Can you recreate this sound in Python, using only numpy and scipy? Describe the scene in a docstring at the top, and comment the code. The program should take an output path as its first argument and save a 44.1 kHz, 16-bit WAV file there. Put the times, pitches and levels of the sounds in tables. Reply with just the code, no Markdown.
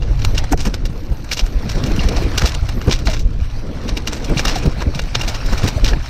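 """Wind buffets a microphone on the rider's chest as a mountain bike runs down a stony dirt trail.
Shaped noise makes the wind and the bed of tyre crunch; damped clicks and noise snaps make grit and stones.
Chain and cables slap the frame as noise bursts with ringing modes; the fork thuds as damped sine swings.
A thin narrow-band hiss near the top of hearing comes and goes, and the top treble differs left to right."""
import sys
import numpy as np
from scipy import signal
from scipy.fft import rfft, irfft, next_fast_len
from scipy.io import wavfile
from scipy.ndimage import uniform_filter1d, minimum_filter1d, map_coordinates

SR = 44100
rng = np.random.default_rng(int(sys.argv[2]) if len(sys.argv) > 2 else 0)


def master_out(mix):
    """Clip the mix to full scale and print it as 16-bit PCM to the path in sys.argv[1]."""
    frames = np.transpose(np.atleast_2d(mix))
    ceiling = np.clip(frames, -1, 1)
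    pcm = np.round(ceiling * 32767).astype(np.int16)
    wavfile.write(sys.argv[1], SR, pcm)


N = 268569  # length in samples

# Resonances of the bike frame. Each row: centre in Hz, bandwidth in Hz, relative level in dB.
FRAME_MODES = [(1467, 44, -17), (2356, 110, -4), (2807, 68, -2.5), (3806, 37, -17.5), (5400, 280, -5),
               (5810, 260, -6)]
# Colour of crushed grit. Each row: frequency in Hz, relative level in dB.
GRIT_COLOUR = [(350, -27), (600, 0), (1240, -7), (1450, -7), (2130, -11), (2340, -8.5), (3380, -15),
               (4100, -10), (4820, -14.5), (5760, -11.5), (6970, -27.5), (8320, -26), (11100, -35),
               (13200, -27.5), (15600, -41)]
# Colour of stones and slapping links. Each row: frequency in Hz, relative level in dB.
CLATTER_COLOUR = [(410, -3), (700, -3), (1150, -5.5), (1430, -2.5), (1880, -2), (2560, -2), (2770, -3),
                  (3150, -5.5), (3930, -3.5), (4840, -5), (5960, -5.5), (9260, -22.5), (10800, -37),
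                  (12800, -18.5), (15600, -40)]


def amp(db):
    """Decibels to a linear amplitude."""
    return 10 ** (np.asarray(db) / 20)


def unit(x):
    """x scaled to an rms of 1."""
    return x / np.sqrt(np.mean(x ** 2) + 1e-20)


def along(points, hz):
    """Values at hz, read between (Hz, value) points on a log frequency axis."""
    f, v = np.transpose(points)
    return np.interp(np.log(hz + 1), np.log(f + 1), v)


def curves(rows):
    """One value per sample for each column after the time in seconds."""
    s, *columns = np.transpose(rows)
    return [np.interp(np.arange(N) / SR, s, column) for column in columns]


def wobble(rate):
    """A smooth random curve through normal random knots, rate knots a second."""
    knots = rng.standard_normal(int(N * rate / SR) + 4)
    return map_coordinates(knots, [np.arange(N) * rate / SR])


def filtered(x, response):
    """x shaped by a response, real or complex, that is a function of frequency in Hz."""
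    m = next_fast_len(N + SR // 2)
    hz = np.fft.rfftfreq(m, 1 / SR)
    return irfft(rfft(x, m) * response(hz), m)[..., :N]


def above(hz, edge_hz, order):
    """Smooth high-pass share, 0 to 1."""
    return 1 - 1 / (1 + (hz / edge_hz) ** order)


def rush(spectrum, patchy_db):
    """Coloured noise of rms 1, uneven in time and frequency through patches of random gain."""
    z = signal.stft(rng.standard_normal(N), nperseg=512)[2]
    patches = uniform_filter1d(rng.standard_normal(z.shape), 5, 0)  # smooth over frequency
    patches = uniform_filter1d(patches, 8, 1)  # smooth over time
    x = signal.istft(z * amp(patchy_db * unit(patches)), nperseg=512)[1][:N]
    return unit(filtered(x, lambda hz: amp(along(spectrum, hz))))


def frame(hz, share):
    """Response of the bike frame: a flat path plus resonant band-pass modes, weighted by share."""
    modes = sum(amp(db) * 1j * hz * width / (centre * centre - hz * hz + 1j * hz * width)
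                for centre, width, db in FRAME_MODES)
    return 1 + share * modes


def wind():
    """Steady buffeting and roar; each gust adds one slow push of the diaphragm and a swell of the roar."""
    # Steady wind between gusts. Each row: time in seconds, buffeting level in dB, roar level in dB.
    steady = [(0.0, -15.5, -32.5), (0.37, -14.5, -32.5), (0.52, -18, -31), (1.31, -26, -36),
              (2.03, -16, -23.5), (2.19, -16.5, -24.5), (2.53, -18.5, -36.5), (2.95, -20, -31),
              (3.29, -14, -33.5), (3.48, -21, -42.5), (3.66, -27, -27.5), (3.8, -24.5, -29.5),
              (4.09, -22.5, -29), (4.49, -21.5, -25.5), (4.95, -20.5, -34.5), (5.77, -19.5, -30),
              (5.92, -16.5, -26), (6.09, -21, -42)]
    # Colour of the low buffeting. Each row: frequency in Hz, relative level in dB.
    buffet_colour = [(7.1, -49), (12, 2.5), (38, -3.5), (134, -13), (200, -38), (260, -30), (440, -120)]
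    # Colour of the roar. Each row: frequency in Hz, relative level in dB.
    roar_colour = [(76, -12.5), (130, -2), (295, -3.5), (389, -10.5), (492, -8.5), (675, -21),
                   (1500, -36.5), (1950, -48), (3300, -120)]
    # Eddies that hit the microphone.
    # Each row: centre in seconds, push level in dB, swing of the push in Hz, roar swell level in dB.
    gusts = [(0.112, -4, 43, -28), (0.273, -5.5, 63.6, -50), (0.345, -5.5, 30.5, -25), (0.537, -5, 39, -17),
             (0.678, -7, 32, -22), (0.86, -8, 30, -49), (1.118, -6.5, 45, -47), (1.438, -4, 36, -33),
             (1.562, -5, 36.2, -25), (1.764, -8, 30.5, -20.5), (1.846, -15, 76, -21.5),
             (1.919, -7, 30.7, -23), (2.062, -5, 45.3, -32), (2.175, -7.5, 40, -30), (2.258, -6, 49.6, -19),
             (2.349, -14, 36, -36), (2.447, -1, 53.5, -26), (2.629, -7, 64, -47), (2.781, -9, 28.8, -24),
             (2.883, -6, 56, -12.5), (2.945, -5.5, 30.8, -29), (3.075, -4, 48.7, -31),
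             (3.193, -25, 36, -46), (3.265, -6.5, 34.5, -49), (3.425, -7.5, 67.7, -54),
             (3.93, -10.5, 40.8, -21), (4.323, -6, 29.4, -19), (4.474, -9, 38, -37), (4.527, -9, 24.5, -41),
             (4.676, -4, 59.5, -21.5), (4.879, -4.5, 59, -19.5), (5.039, -8, 37.6, -49),
             (5.206, -21, 38.6, -28), (5.261, -8, 29.4, -46), (5.466, -7.5, 27, -57),
             (5.534, -8, 34.4, -24.5), (5.648, -4.5, 83, -20), (5.771, -6.5, 66.5, -27),
             (5.838, -2, 36, -24), (5.931, -4.5, 38.6, -23)]
    push_turns, swell_s = .36, .014  # push width in cycles of its swing; swell width in seconds

    buffet_db, roar_db = curves(steady)
    buffet = unit(amp(1.3 * wobble(12)) * rush(buffet_colour, patchy_db=0))
    roar = unit(amp(2.17 * wobble(30)) * rush(roar_colour, patchy_db=2.5))
    pushes = np.zeros(N)
    roar_power = amp(roar_db) ** 2
    phases = rng.uniform(0, 2 * np.pi, len(gusts))
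    for (s, push_db, hz, swell_db), phase in zip(gusts, phases):
        near = np.arange(-SR // 12, SR // 12) + round(s * SR)
        u = near / SR - s  # seconds from the centre of the gust
        swing = np.sin(2 * np.pi * hz * u + phase)
        pushes[near] += amp(push_db) * swing * np.exp(-.5 * (u * hz / push_turns) ** 2)
        roar_power[near] += amp(swell_db) ** 2 * np.exp(-(u / swell_s) ** 2)
    return amp(buffet_db) * buffet + pushes + np.sqrt(roar_power) * roar


def tyres():
    """A bed of crushed grit with single pieces clicking and stones snapping out in clumps."""
    # Loudness of the tyres on the trail. Each row: time in seconds, crunch level in dB.
    crunch = [(0.0, -42), (0.52, -36), (0.8, -42.5), (1.24, -43), (2.03, -30.5), (2.34, -30), (2.63, -36.5),
              (3.05, -38.5), (3.17, -46.5), (3.39, -44.5), (3.8, -37.5), (4.14, -38.5), (4.51, -29.5),
              (4.66, -33.5), (4.94, -38), (5.17, -33.5), (5.48, -32), (6.09, -35)]
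    # The treble dips briefly after the hard knock, as gain control would do; set here on this layer.
    # One row: start in seconds, length in seconds, change in dB.
    treble_dip = (.538, .036, -12)
    grain_db, stones_db = -4, -6.5  # levels before the crunch level is applied

    level_db, = curves(crunch)
    bed = rush(GRIT_COLOUR, patchy_db=3.0) * amp(2.0 * wobble(25))

    chance = 500 / SR * amp(4.6 * wobble(24))  # around 500 snaps a second, in clumps
    snaps = (rng.random(N) < chance) * amp(16 * rng.exponential(1, N).clip(0, 3))
    t = np.arange(SR // 50) / SR
    crackle = signal.fftconvolve(snaps, amp(-60 * t / 0.024))[:N]  # each snap dies away in a few ms
    stones = filtered(np.abs(crackle) * rng.standard_normal(N),
                      lambda hz: amp(along(CLATTER_COLOUR, hz)) * frame(hz, share=0.39))

    start, length, dip_db = treble_dip
    inside = abs(np.arange(N) / SR - start - length / 2) < length / 2
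    level_db += dip_db * uniform_filter1d(1. * inside, size=200)  # soft edges
    pieces = amp(grain_db) * unit(grains(count=7000))
    return amp(level_db) * unit(bed + pieces + amp(stones_db) * unit(stones))


def grains(count):
    """Tiny damped sine clicks of grit, each with its own pitch and size."""
    middle_hz, spread, turns = 3080, 0.568, 4.4  # pitch, its log scatter, decay time in cycles
    when, pitch, size = rng.random(count), rng.standard_normal(count), rng.exponential(1, count)
    hz = np.clip(middle_hz * np.exp(spread * pitch), 700, 9000)[:, None]
    k = np.arange(160)  # samples in one click
    clicks = np.sin(2 * np.pi * hz * k / SR) * np.exp(-hz * k / SR / turns)
    clicks = amp(4.9 * size.clip(0, 3))[:, None] * clicks
    at = (when[:, None] * N).astype(int) + k
    return filtered(np.bincount(at.ravel(), clicks.ravel())[:N], lambda f: amp(along(GRIT_COLOUR, f)))


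def slaps():
    """Each slap is a noise burst of tiny link contacts in three bands, and rings the frame modes."""
    # Chain and cable slaps. Each row: time in seconds, nominal peak in dB, hollow band in dB and
    # bright band in dB relative to that peak, time to fall 60 dB in seconds.
    knocks = [(0.0216, -18.5, -11, -29, 0.055), (0.2175, -13.5, -16, -34, 0.046),
              (0.2463, -9, -11, -17, 0.033), (0.3067, -28.5, -20, -22, 0.09), (0.347, -19, -12, -21, 0.084),
              (0.377, -6, -19.5, -19.5, 0.045), (0.3924, -21, -2, -30, 0.038),
              (0.4394, -21, -0.5, -12.5, 0.036), (0.522, -19.5, -0.5, 1, 0.035),
              (0.5292, -21, 9, -33, 0.027), (0.574, -21.5, -19, -12, 0.046), (0.591, -21, -16, -20, 0.049),
              (0.6025, -18, -12, -14.5, 0.091), (0.6504, -11.5, -5.5, -12, 0.036),
              (0.6644, -18, -4.5, -14, 0.073), (0.738, -14, -9, -19, 0.051), (0.852, -16, -11, -16, 0.05),
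              (1.2417, -31.5, -2, -4, 0.029), (1.3139, -3, -16.5, -21, 0.056),
              (1.33, -11.5, -33, -15, 0.05), (1.3702, -8, -16.5, -20.5, 0.073),
              (1.3918, -9.5, -15.5, -25.5, 0.069), (1.455, -26, -11, -14, 0.06),
              (1.6516, -29, -8, -29, 0.065), (1.692, -11.5, -12.5, -20.5, 0.04),
              (1.7138, -18.5, -10.5, -19, 0.073), (1.8364, -12.5, -21, -26, 0.036),
              (1.8608, -14.5, -12, -14.5, 0.043), (1.9604, -20, -8, -9.5, 0.044),
              (1.9924, -13, -20, -43, 0.065), (2.0323, -14.5, -14, -17, 0.046),
              (2.0854, -9, -14, -19, 0.028), (2.16, -16.5, -11, -21, 0.17), (2.376, -6, -15, -19, 0.065),
              (2.413, -14, -6, -22, 0.075), (2.4368, -18, -7, -19, 0.12), (2.4573, -11.5, -18, -18.5, 0.12),
              (2.5458, -10, -18, -19, 0.033), (2.6876, -16, -6, -15.5, 0.036),
              (2.813, -18.5, -2.5, -23, 0.026), (2.879, -22, -6, -28, 0.031),
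              (2.8945, -17, -15, -20, 0.072), (2.9078, -6.5, -15, -24, 0.057),
              (2.9234, -8.5, -17, -24, 0.095), (2.9584, -20, -13, -21, 0.026),
              (2.9881, -24, -12, -16, 0.051), (3.0564, -14, -36, -14.5, 0.044),
              (3.0682, -16, -6.5, -36, 0.1), (3.0963, -15.5, -10.5, -17, 0.11),
              (3.131, -14, -8.5, -20, 0.061), (3.1643, -20, -14, -26, 0.052),
              (3.192, -20.5, -20, -16.5, 0.087), (3.2065, -34, -20, -24, 0.042),
              (3.3996, -27.5, -7, -33, 0.05), (3.4984, -27, -10, -44, 0.043),
              (3.8791, -16, -10.5, -22, 0.09), (3.9692, -11, -18, -22, 0.048),
              (4.0723, -5, -14.5, -21.5, 0.053), (4.122, -20, -5, -13.5, 0.14),
              (4.2423, -19, -30, -13, 0.047), (4.2923, -32, 7, -8, 0.04), (4.371, -8, -19, -22, 0.071),
              (4.3918, -5, -7.5, -19.5, 0.035), (4.4508, -3.5, -8, -14, 0.024),
              (4.46, -12.5, -13, -27, 0.074), (4.4788, -6, -11, -19, 0.07), (4.505, -14, -14, -27, 0.2),
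              (4.5543, -15, -16, -19, 0.098), (4.583, -28, -16, -5, 0.037), (4.629, -24, -8, -13, 0.057),
              (4.8045, -28, 0, -31, 0.06), (4.818, -20, 1.5, -18, 0.043), (4.9472, -12.5, -29, -22, 0.051),
              (4.9905, -6, -9.5, -21.5, 0.03), (5.0164, -21, -28, -14, 0.043),
              (5.1484, -4.5, -13.5, -30, 0.046), (5.1936, -18, -12, -28, 0.036),
              (5.211, -7, -14, -17, 0.032), (5.2317, -19.5, -3.5, -16, 0.073), (5.277, -7, -14, -18, 0.076),
              (5.3433, -16.5, -6.5, -20, 0.065), (5.46, -16.5, -20, -11.5, 0.026),
              (5.485, -36.5, 10.5, -32, 0.068), (5.5215, -24, 0, -15, 0.16),
              (5.5767, -8.5, -12, -20.5, 0.062), (5.628, -16.5, -8, -21, 0.2),
              (5.673, -10, -15, -16.5, 0.075), (5.842, -10.5, -24, -21, 0.073),
              (5.8546, -14.5, -9, -33, 0.065), (5.877, -8.5, -12.5, -21, 0.095),
              (5.9309, -21.5, 5.5, -32, 0.033)]
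    rise_s, fall_power, crest_db = 0.0023, 1.25, 11  # the fall steepens; peak over rms in dB
    lead_s, lead_db = .006, -18  # a faint noise swells in just before each slap
    ring_rise_s, ring_db, ring_scatter_db = .0012, -9, 4  # each slap excites the modes differently

    shape, rings = np.zeros((3, N + SR)), np.zeros(N + SR)
    t = np.arange(SR // 8) / SR
    lead = round(SR * .02)
    scatters = rng.standard_normal((len(knocks), len(FRAME_MODES)))
    for (s, db, hollow_db, bright_db, t60), scatter in zip(knocks, scatters):
        burst = amp(db - 60 * (t / max(t60, .005)) ** fall_power) * (1 - np.exp(-t / rise_s))
        swell_in = amp(db + lead_db) * np.exp(-t[lead:0:-1] / lead_s)
        burst = np.append(swell_in, burst)
        band_gains = amp([[hollow_db], [-crest_db], [bright_db]])
        shape[:, round(s * SR) - lead:][:, :len(burst)] += band_gains * burst
        ring = sum(amp(db + ring_db + level + ring_scatter_db * r)
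                   * np.exp(-np.pi * width * t) * np.sin(2 * np.pi * centre * t)
                   for (centre, width, level), r in zip(FRAME_MODES, scatter))
        rings[round(s * SR):][:len(t)] += (1 - np.exp(-t / ring_rise_s)) * ring

    links = rng.standard_normal(N) * amp(3.5 * wobble(600) + 1.8 * wobble(150))  # uneven contacts

    def body(hz):
        """Clatter colour and frame response, split into hollow, middle and bright bands."""
        hollow = 1 - above(hz, 1910, order=6)
        middle = above(hz, 2700, order=6) - above(hz, 5600, order=6)
        bright = above(hz, 6770, order=6)
        return amp(along(CLATTER_COLOUR, hz)) * frame(hz, share=1.13) * [hollow, middle, bright]

    scale = np.std(filtered(links, body), axis=1, keepdims=True)  # evens out the three bands
    return (filtered(shape[:, :N] * links, body) / scale).sum(0) + rings[:N]


def thuds():
    """A short damped swing of fork and frame, falling in pitch, with a dull puff and a short crack."""
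    # Thuds on roots and stones. Each row: time in seconds, nominal peak in dB, settled pitch in Hz,
    # time to fall 60 dB in seconds.
    blows = [(0.517, -6, 256, 0.067), (.531, -3, 667, 0.032), (.894, -15, 139, 0.11),
             (1.116, -15, 118, 0.19), (1.832, -7.5, 120, 0.053), (1.98, -6, 166, 0.053),
             (2.03, -16, 140, 0.076), (2.221, -5.5, 312, 0.028), (2.423, -14.5, 109, 0.073),
             (2.626, -15, 116, 0.21), (2.872, -3.5, 109, 0.072), (3.081, -11.5, 190, 0.044),
             (3.082, -15.5, 610, 0.11), (2.184, -13, 560, 0.029), (4.819, -16, 880, .03),
             (5.778, -16, 550, 0.048), (5.932, -16, 1490, .03), (4.393, -11, 1430, 0.025),
             (4.297, -5, 151, 0.022), (4.364, -5.5, 128, 0.076), (4.557, -10.5, 680, 0.062),
             (4.655, -4.5, 144, 0.094), (4.778, -16, 140, 0.047), (4.955, -10, 134, 0.058),
             (5.636, -2, 123, 0.1), (5.758, -13, 112, 0.15)]
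    crack_db, crack_s = -24, 0.002  # hard first contact: level against the thud, time to fall 60 dB

    out, t = np.zeros(N + SR), np.arange(SR // 4) / SR
    for s, db, hz, t60 in blows:
        bend = 0.23 * 0.0073 * (1 - np.exp(-t / 0.0065))  # pitch starts about a quarter higher
        swing = np.sin(2 * np.pi * hz * (t + bend))
        puff = uniform_filter1d(rng.standard_normal(len(t)), size=24) * 0.54
        envelope = amp(db - 60 * t / max(t60, .005)) * (1 - np.exp(-t / 0.0017))
        crack = amp(db + crack_db - 60 * t / crack_s) * rng.standard_normal(len(t))
        out[round(s * SR):][:len(t)] += envelope * (swing + puff) + crack
    return out[:N]


def hiss():
    """Thin narrow noise around one high resonance, probably a brake pad on its disc."""
    # Each row: start in seconds, length in seconds, level in dB.
    spells = [(.15, 0.23, -57), (.6, 0.11, -58), (.9, .8, -59), (2.72, .18, -54)]
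    fade_s = .04
    t = np.arange(N) / SR
    gain = sum(amp(db) * np.clip(np.minimum(t - s, s + length - t) / fade_s, 0, 1)
               for s, length, db in spells)
    noise = filtered(rng.standard_normal(N), lambda hz: 1 / (1 + ((hz - 13100) / 220) ** 2))
    return gain * unit(noise)


def scene():
    """All sources summed, the same in both channels."""
    sound = wind() + tyres() + slaps() + thuds() + hiss()
    return np.array([sound, sound])


def record(dry):
    """Two ports alike but for the level and wandering phase of the top treble; then limiter and top cut."""
    left_db, right_db = -3, 3.5  # gain of the top treble at each port
    lead_rad, wander_rad = 4.7, 0.78  # phase lead of the left treble and its wander
    top_hz = 15720  # nothing passes from here up

    top = filtered(dry[0], lambda hz: above(hz, 10760, order=40))
    quarter_turn = filtered(top, lambda hz: 1j + 0 * hz)  # top treble a quarter cycle ahead
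    lead = lead_rad + wander_rad * wobble(42)
    left = np.cos(lead) * top + np.sin(lead) * quarter_turn
    x = dry - top + amp([[left_db], [right_db]]) * np.array([left, top])

    # limiter: hold the lowest gain needed nearby, then smooth it
    need = np.minimum(1, .99 / (np.abs(x).max(0) + 1e-9))
    x = x * uniform_filter1d(minimum_filter1d(need, size=600), size=300)
    return filtered(x, lambda hz: hz < top_hz)


dry = scene()
out = record(dry)
master_out(out)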